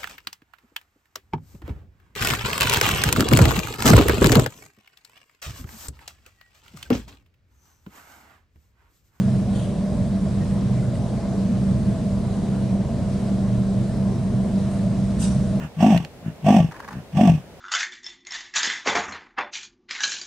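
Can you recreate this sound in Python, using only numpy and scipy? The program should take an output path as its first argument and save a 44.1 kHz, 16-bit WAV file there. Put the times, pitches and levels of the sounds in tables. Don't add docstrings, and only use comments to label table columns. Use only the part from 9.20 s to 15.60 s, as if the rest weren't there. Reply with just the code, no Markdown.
import sys
import numpy as np
from scipy import signal
from scipy.fft import rfft, irfft, next_fast_len
from scipy.io import wavfile
from scipy.ndimage import uniform_filter1d, map_coordinates

SR = 44100
rng = np.random.default_rng(int(sys.argv[2]) if len(sys.argv) > 2 else 0)


def transcribe(u):
    v = np.clip(np.atleast_2d(u).T, -1, 1)
    q = np.round(v * 32767).astype(np.int16)
    wavfile.write(sys.argv[1], SR, q)


N = 282240

# f/Hz, level/dB
HUM_LINES = [(39.6, -46), (49.1, -41.5), (64, -51.5), (75, -48.5), (92, -53), (97.9, -44), (100.3, -37.5),
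             (282.5, -46.5), (287.5, -49.5), (383, -51.5), (488, -47.5)]
# lower f/Hz, upper f/Hz
DRONE_PITCHES = (124.4, 194.15)
# t/s, lower level/dB, upper level/dB
DRONE_LEVELS = [(0, -25, -26), (.5, -35, -25.5), (.95, -40.5, -25.5), (1.3, -32.5, -25), (1.62, -23.5, -29),
                (1.9, -31, -38), (2.1, -34, -25.5), (2.5, -30.5, -24), (2.8, -40.5, -26.5), (3.3, -31, -28),
                (3.55, -30.5, -24.5), (3.75, -38, -30), (4.35, -27.5, -22.5), (4.6, -32, -27),
                (4.85, -29, -27.5), (5.2, -41.5, -24.5), (5.55, -27, -27), (5.85, -33.5, -23.5),
                (6.4, -31, -22)]
# f/Hz, level/dB
WHINE_LINES = [(3862, -70.5), (3979, -69)]
# f/Hz, relative density/dB per Hz
BOOM_SPECTRUM = [(8, -34.5), (21, -17), (45, -14), (63, -5), (76, -3), (86, -6.5), (110, -0.5), (140, 1.5),
                 (153, -5), (167, 0.5), (215, 1.5), (237, -4), (256, -11), (270, -15), (330, -37.5),
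                 (600, -120)]
# t/s, level/dB
BOOM_LEVELS = [(0, -24.5), (1.3, -24), (1.9, -26.5), (2.6, -23), (3.1, -23.5), (4.1, -25.5), (5.3, -25),
               (6.4, -23)]
# f/Hz, relative density/dB per Hz
ROAR_SPECTRUM = [(120, -120), (272, -6), (305, -1), (340, 3.5), (365, -4), (405, 0.5), (470, -6.5),
                 (503, -9), (530, -4.5), (552, -6.5), (630, -5.5), (690, -6), (720, -7.5), (900, -14),
                 (1050, -12.5), (1250, -23.5), (2500, -120)]
# f/Hz, relative density/dB per Hz
VENT_SPECTRUM = [(500, -120), (1050, -1), (1400, 0.5), (2000, -3), (2700, -6.5), (4200, -6), (5500, -7.5),
                 (6800, -9.5), (8800, -8), (10000, -13), (11300, -23), (12500, -28.5), (13200, -25.5),
                 (15000, -31.5)]
# f/Hz, correlation/1
LIKENESS = [(25, .995), (215, .995), (250, .95), (270, .8), (340, .88), (480, .8), (560, .9), (640, .93),
            (1000, .86), (2200, .66), (4800, .52), (7200, .3), (10700, .08)]
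# f/Hz, half width/Hz, level over the pair's/dB
DUCT_MODES = [(571.8, 8, -0.5), (585.7, 6, -3.5), (615.5, 9.4, 0), (632.5, 8, -4.5), (657.3, 9, -0.5),
              (679.7, 11, -3.5)]
# t/s, low pair level/dB, middle pair level/dB, high pair level/dB
DUCT_LEVELS = [(0, -54.5, -47, -50.5), (.35, -48, -43.5, -48), (.65, -42, -45.5, -47), (.9, -46, -46, -46),
               (1.3, -53, -53, -51), (1.62, -46.5, -45, -49.5), (1.9, -47, -45.5, -43.5),
               (2.4, -47, -44.5, -50.5), (2.68, -49, -43.5, -41.5), (2.9, -48.5, -46.5, -47),
               (3.12, -56.5, -53, -48.5), (3.6, -48, -45, -43), (3.87, -47.5, -45.5, -46),
               (4.35, -50.5, -46, -47.5), (4.62, -44.5, -48, -49), (4.9, -49, -50.5, -46.5),
               (5.35, -52, -41.5, -46.5), (5.65, -46, -46, -44), (5.9, -48, -48, -45),
               (6.12, -48, -47, -55), (6.4, -53, -42, -46.5)]
# t of full opening/s, level/dB, rise/s, held open/s, whistle f/Hz,
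# whistle width/share of its pitch, whistle over jet/dB
VALVE_PUFFS = [(.385, -45.5, 0.12, 0.045, 3300, 0.11, 11), (.98, -58, .04, .03, 8800, .2, 6.5),
               (1.6, -59, .02, .036, 8800, .2, 7), (1.745, -54, .01, 0.023, 8600, .2, 6),
               (5.51, -52.5, .04, .04, 9000, 0.24, 9), (6.017, -33, 0.04, 0.026, 8400, 0.18, 8)]
# f/Hz, relative density/dB per Hz
JET_SPECTRUM = [(600, -120), (1400, 1), (2100, -14), (2780, -2), (3250, -7.5), (3750, -2), (4150, -6),
                (4650, -3.5), (5200, -6.5), (5900, 1), (6900, -5), (7800, -5.5), (8450, -6.5), (8750, -1.5),
                (9200, -5.5), (9900, -6.5), (10450, -15), (11500, -25), (15000, -44)]
# t/s, level/dB, ring f/Hz, held/s, t60/s, overtone over ring/dB
FITTING_TICKS = [(1.205, -49.5, 1864, 0.035, 0.05, -28), (1.3, -55, 1900, 0.018, .05, -30),
                 (1.593, -49, 2060, 0.009, .06, -13), (1.627, -52, 2030, .01, .06, -18),
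                 (1.754, -46, 1950, .002, .018, -2), (1.7658, -43, 4350, 0.00031, .006, -2)]
# start t/s, length/s, first f/Hz, last f/Hz, level/dB
SQUEAK_GLIDES = [(2.555, .075, 10050, 10420, -65.5), (2.652, .15, 9400, 11050, -63),
                 (4.66, .07, 12000, 12550, -77), (4.793, .15, 10650, 12300, -72),
                 (5.74, .08, 9900, 9950, -61)]
# f/Hz, left over right/dB
PORT_LEAN = [(22, -6.5), (60, -3.3), (100, -2), (160, -1.3), (215, -1.1), (240, .5), (272, 7.2), (310, 4.5),
             (400, 3.7), (460, 6.5), (487, 9.5), (510, 4.5), (615, 0), (750, 1.3), (3200, .5), (7200, -1.5),
             (11000, 0)]
# f/Hz, lead of the left port/rad
PORT_LEAD = [(30, .55), (100, .37), (220, .2), (270, .3), (330, .12), (4200, .1), (7150, .3), (8530, 1.1),
             (10900, .3)]

DRONE_WAVER_DB, DRONE_WAVER_KNOTS_PER_S = 2, 10
ROAR_DB, VENT_DB, DUCT_WAVER_DB = -37.5, -47.5, 1.5
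PUFF_LEAN_DB = -.3
SPLIT_HZ, LOW_LATE_S, LOW_T60_S, HIGH_T60_S = 7100, 0.0076, 0.42, 0.4
WIDE_OPEN_DB, FILL_DB_PER_DB = -35, .9
SPIT_DB, SPIT_HZ, SPIT_HALF_WIDTH_S = -15, 11300, .006
TICK_LEAN_DB, OVERTONE_RATIO, RATTLE_DEPTH = -6, 1.48, .4
SQUEAK_LEAN_DB, SQUEAK_RISE_S, SQUEAK_FADE_DB = -1.5, .018, 13
THUD_S, THUD_HZ, THUD_DB, THUD_HALF_WIDTH_S = 6.05, 65.4, -31, .1
TOP_HZ = 14990


def amp(db):
    return 10 ** (np.asarray(db) / 20)


def unit(x):
    return x / np.sqrt(np.mean(x ** 2) + 1e-20)


def sides(lean_db):
    return amp(np.array([lean_db / 2, -lean_db / 2]))


def along(points, hz):
    f, v = np.transpose(points)
    return np.interp(np.log(hz + 1), np.log(f + 1), v)


def curves(rows):
    s, *cols = np.transpose(rows)
    return [np.interp(np.arange(N) / SR, s, c) for c in cols]


def wobble(knots_per_s):
    knots = rng.standard_normal(int(N * knots_per_s / SR) + 4)
    return map_coordinates(knots, [np.arange(N) * knots_per_s / SR])


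def filtered(x, response):
    m = next_fast_len(N + 8192)
    return irfft(rfft(x, m) * response(np.fft.rfftfreq(m, 1 / SR)), m)[..., :N]


def rush(spectrum, patchy_db):
    z = signal.stft(rng.standard_normal((2, N)), nperseg=512)[2]
    field = uniform_filter1d(rng.standard_normal(z.shape[1:]), size=8, axis=0)
    field = uniform_filter1d(field, size=14, axis=1)
    pair = signal.istft(z * amp(patchy_db * unit(field)), nperseg=512)[1][:, :N]

    def mid_side_gains(hz):
        angle = np.arccos(np.clip(along(LIKENESS, hz), -1, 1)) / 2
        return amp(along(spectrum, hz)) * [np.cos(angle), np.sin(angle)]

    mid, side = filtered(pair, mid_side_gains)
    return unit(np.array([mid + side, mid - side]))


def tone(hz, drift_rad):
    cycles = np.cumsum(hz * np.ones(N)) / SR + rng.random()
    return np.sqrt(2) * np.sin(2 * np.pi * cycles + drift_rad * wobble(1.968))


def machines():
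    lines = sum(amp(db + 0.31 * wobble(1.2)) * tone(hz, drift_rad=0.098) for hz, db in HUM_LINES)
    lower_db, upper_db = curves(DRONE_LEVELS)
    lower_gain = amp(lower_db + DRONE_WAVER_DB * wobble(DRONE_WAVER_KNOTS_PER_S))
    upper_gain = amp(upper_db + DRONE_WAVER_DB * wobble(DRONE_WAVER_KNOTS_PER_S))
    lower = lower_gain * tone(DRONE_PITCHES[0] + 2.52 * wobble(6), drift_rad=1.11)
    upper = upper_gain * tone(DRONE_PITCHES[1], drift_rad=0.14)
    whine = sum(amp(db + 1.6 * wobble(12)) * tone(hz + 6 * wobble(25), drift_rad=0.65)
                for hz, db in WHINE_LINES)
    return lines + lower + upper + whine


def airflow():
    boom_db, = curves(BOOM_LEVELS)
    boom = amp(boom_db + 0.65 * wobble(5.04)) * rush(BOOM_SPECTRUM, patchy_db=0.5)
    roar = amp(ROAR_DB + 0.24 * wobble(4.03)) * rush(ROAR_SPECTRUM, patchy_db=1.68)
    vent_db = VENT_DB + 0.58 * wobble(4.02) + 0.091 * wobble(7.5)
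    vent = amp(vent_db) * rush(VENT_SPECTRUM, patchy_db=1.1)
    return boom + roar + vent


def duct():
    levels_db = curves(DUCT_LEVELS)
    out = np.zeros(N)
    for k, (hz, half_width_hz, db) in enumerate(DUCT_MODES):
        resonance = lambda f: 1 / (1 + ((f - hz) / half_width_hz) ** 2)
        blown = unit(filtered(rng.standard_normal(N), resonance))
        out += amp(levels_db[k // 2] + db + DUCT_WAVER_DB * wobble(2.99)) * blown
    return out


def valve():
    out, t = np.zeros((2, N)), np.arange(N) / SR
    hump = lambda hz, centre_hz, width: np.exp(-(np.log((hz + 1) / centre_hz) / width) ** 2)
    air = rush(JET_SPECTRUM, patchy_db=2.0)
    spit_response = lambda hz: (hz > SPIT_HZ) * amp(along(JET_SPECTRUM, hz))
    spit = unit(filtered(rng.standard_normal((2, N)), spit_response))
    for s, db, rise_s, held_s, whistle_hz, width, whistle_db in VALVE_PUFFS:
        fill_db = FILL_DB_PER_DB * (db - WIDE_OPEN_DB)
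        colour = lambda hz: amp(whistle_db * hump(hz, whistle_hz, width) + fill_db * hump(hz, 5700, 0.19))
        jet = unit(filtered(air, colour))
        low = filtered(jet, lambda hz: 1 / (1 + (hz / SPLIT_HZ) ** 8))
        for part, late_s, t60_s in ((jet - low, 0, HIGH_T60_S), (low, LOW_LATE_S, LOW_T60_S)):
            progress = np.clip(1 + (t - s - late_s / 2) / (rise_s - late_s / 2), 0, 1)
            opening = np.sin(np.pi / 2 * progress) ** 2
            rundown = amp(db - 60 * np.maximum(t - s - held_s, 0) / t60_s)
            out += rundown * opening * part
        out += amp(db + SPIT_DB) * np.exp(-((t - s) / SPIT_HALF_WIDTH_S) ** 2) * spit
    flutter = amp(1.5 * wobble(90))
    return sides(PUFF_LEAN_DB)[:, None] * out * flutter


def fitting():
    out, t = np.zeros(N + SR), np.arange(SR // 4) / SR
    for s, db, hz, held_s, t60_s, over_db in FITTING_TICKS:
        smoothing = max(1, int(6 * SR / hz))
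        rough = unit(uniform_filter1d(rng.standard_normal(len(t)), smoothing))
        rattle = 1 + RATTLE_DEPTH * rough
        overtone = amp(over_db) * np.sin(2 * np.pi * OVERTONE_RATIO * hz * t)
        ring = np.sin(2 * np.pi * hz * t) + overtone
        onset = 1 - np.exp(-t / .0004)
        decay = amp(db - 60 * np.maximum(t - held_s, 0) / t60_s)
        out[round(s * SR):][:len(t)] += decay * onset * rattle * ring
    return np.outer(sides(TICK_LEAN_DB), out[:N])


def squeaks():
    out, t = np.zeros(N), np.arange(N) / SR
    for s, length_s, first_hz, last_hz, db in SQUEAK_GLIDES:
        gone = np.clip((t - s) / length_s, 0, 1)
        onset = np.clip((t - s) / SQUEAK_RISE_S, 0, 1) ** 2
        gain = amp(db - SQUEAK_FADE_DB * gone + 2.7 * wobble(60))
        glide_hz = first_hz + (last_hz - first_hz) * np.sin(np.pi / 2 * gone)
        out += onset * gain * (gone < 1) * tone(glide_hz, drift_rad=0)
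    return np.outer(sides(SQUEAK_LEAN_DB), out)


def thud():
    t = np.arange(N) / SR
    swell = np.exp(-((t - THUD_S) / THUD_HALF_WIDTH_S) ** 2)
    return amp(THUD_DB) * swell * tone(THUD_HZ, drift_rad=0.33)


def scene():
    return machines() + airflow() + duct() + valve() + fitting() + squeaks() + thud()


def record(dry):
    def ports(hz):
        phase_rad = .5 * np.outer([1, -1], along(PORT_LEAD, hz))
        return sides(along(PORT_LEAN, hz)) * np.exp(1j * phase_rad)

    return filtered(dry, lambda hz: ports(hz) * (hz < TOP_HZ)) - .0018


dry = scene()
out = record(dry)
transcribe(out)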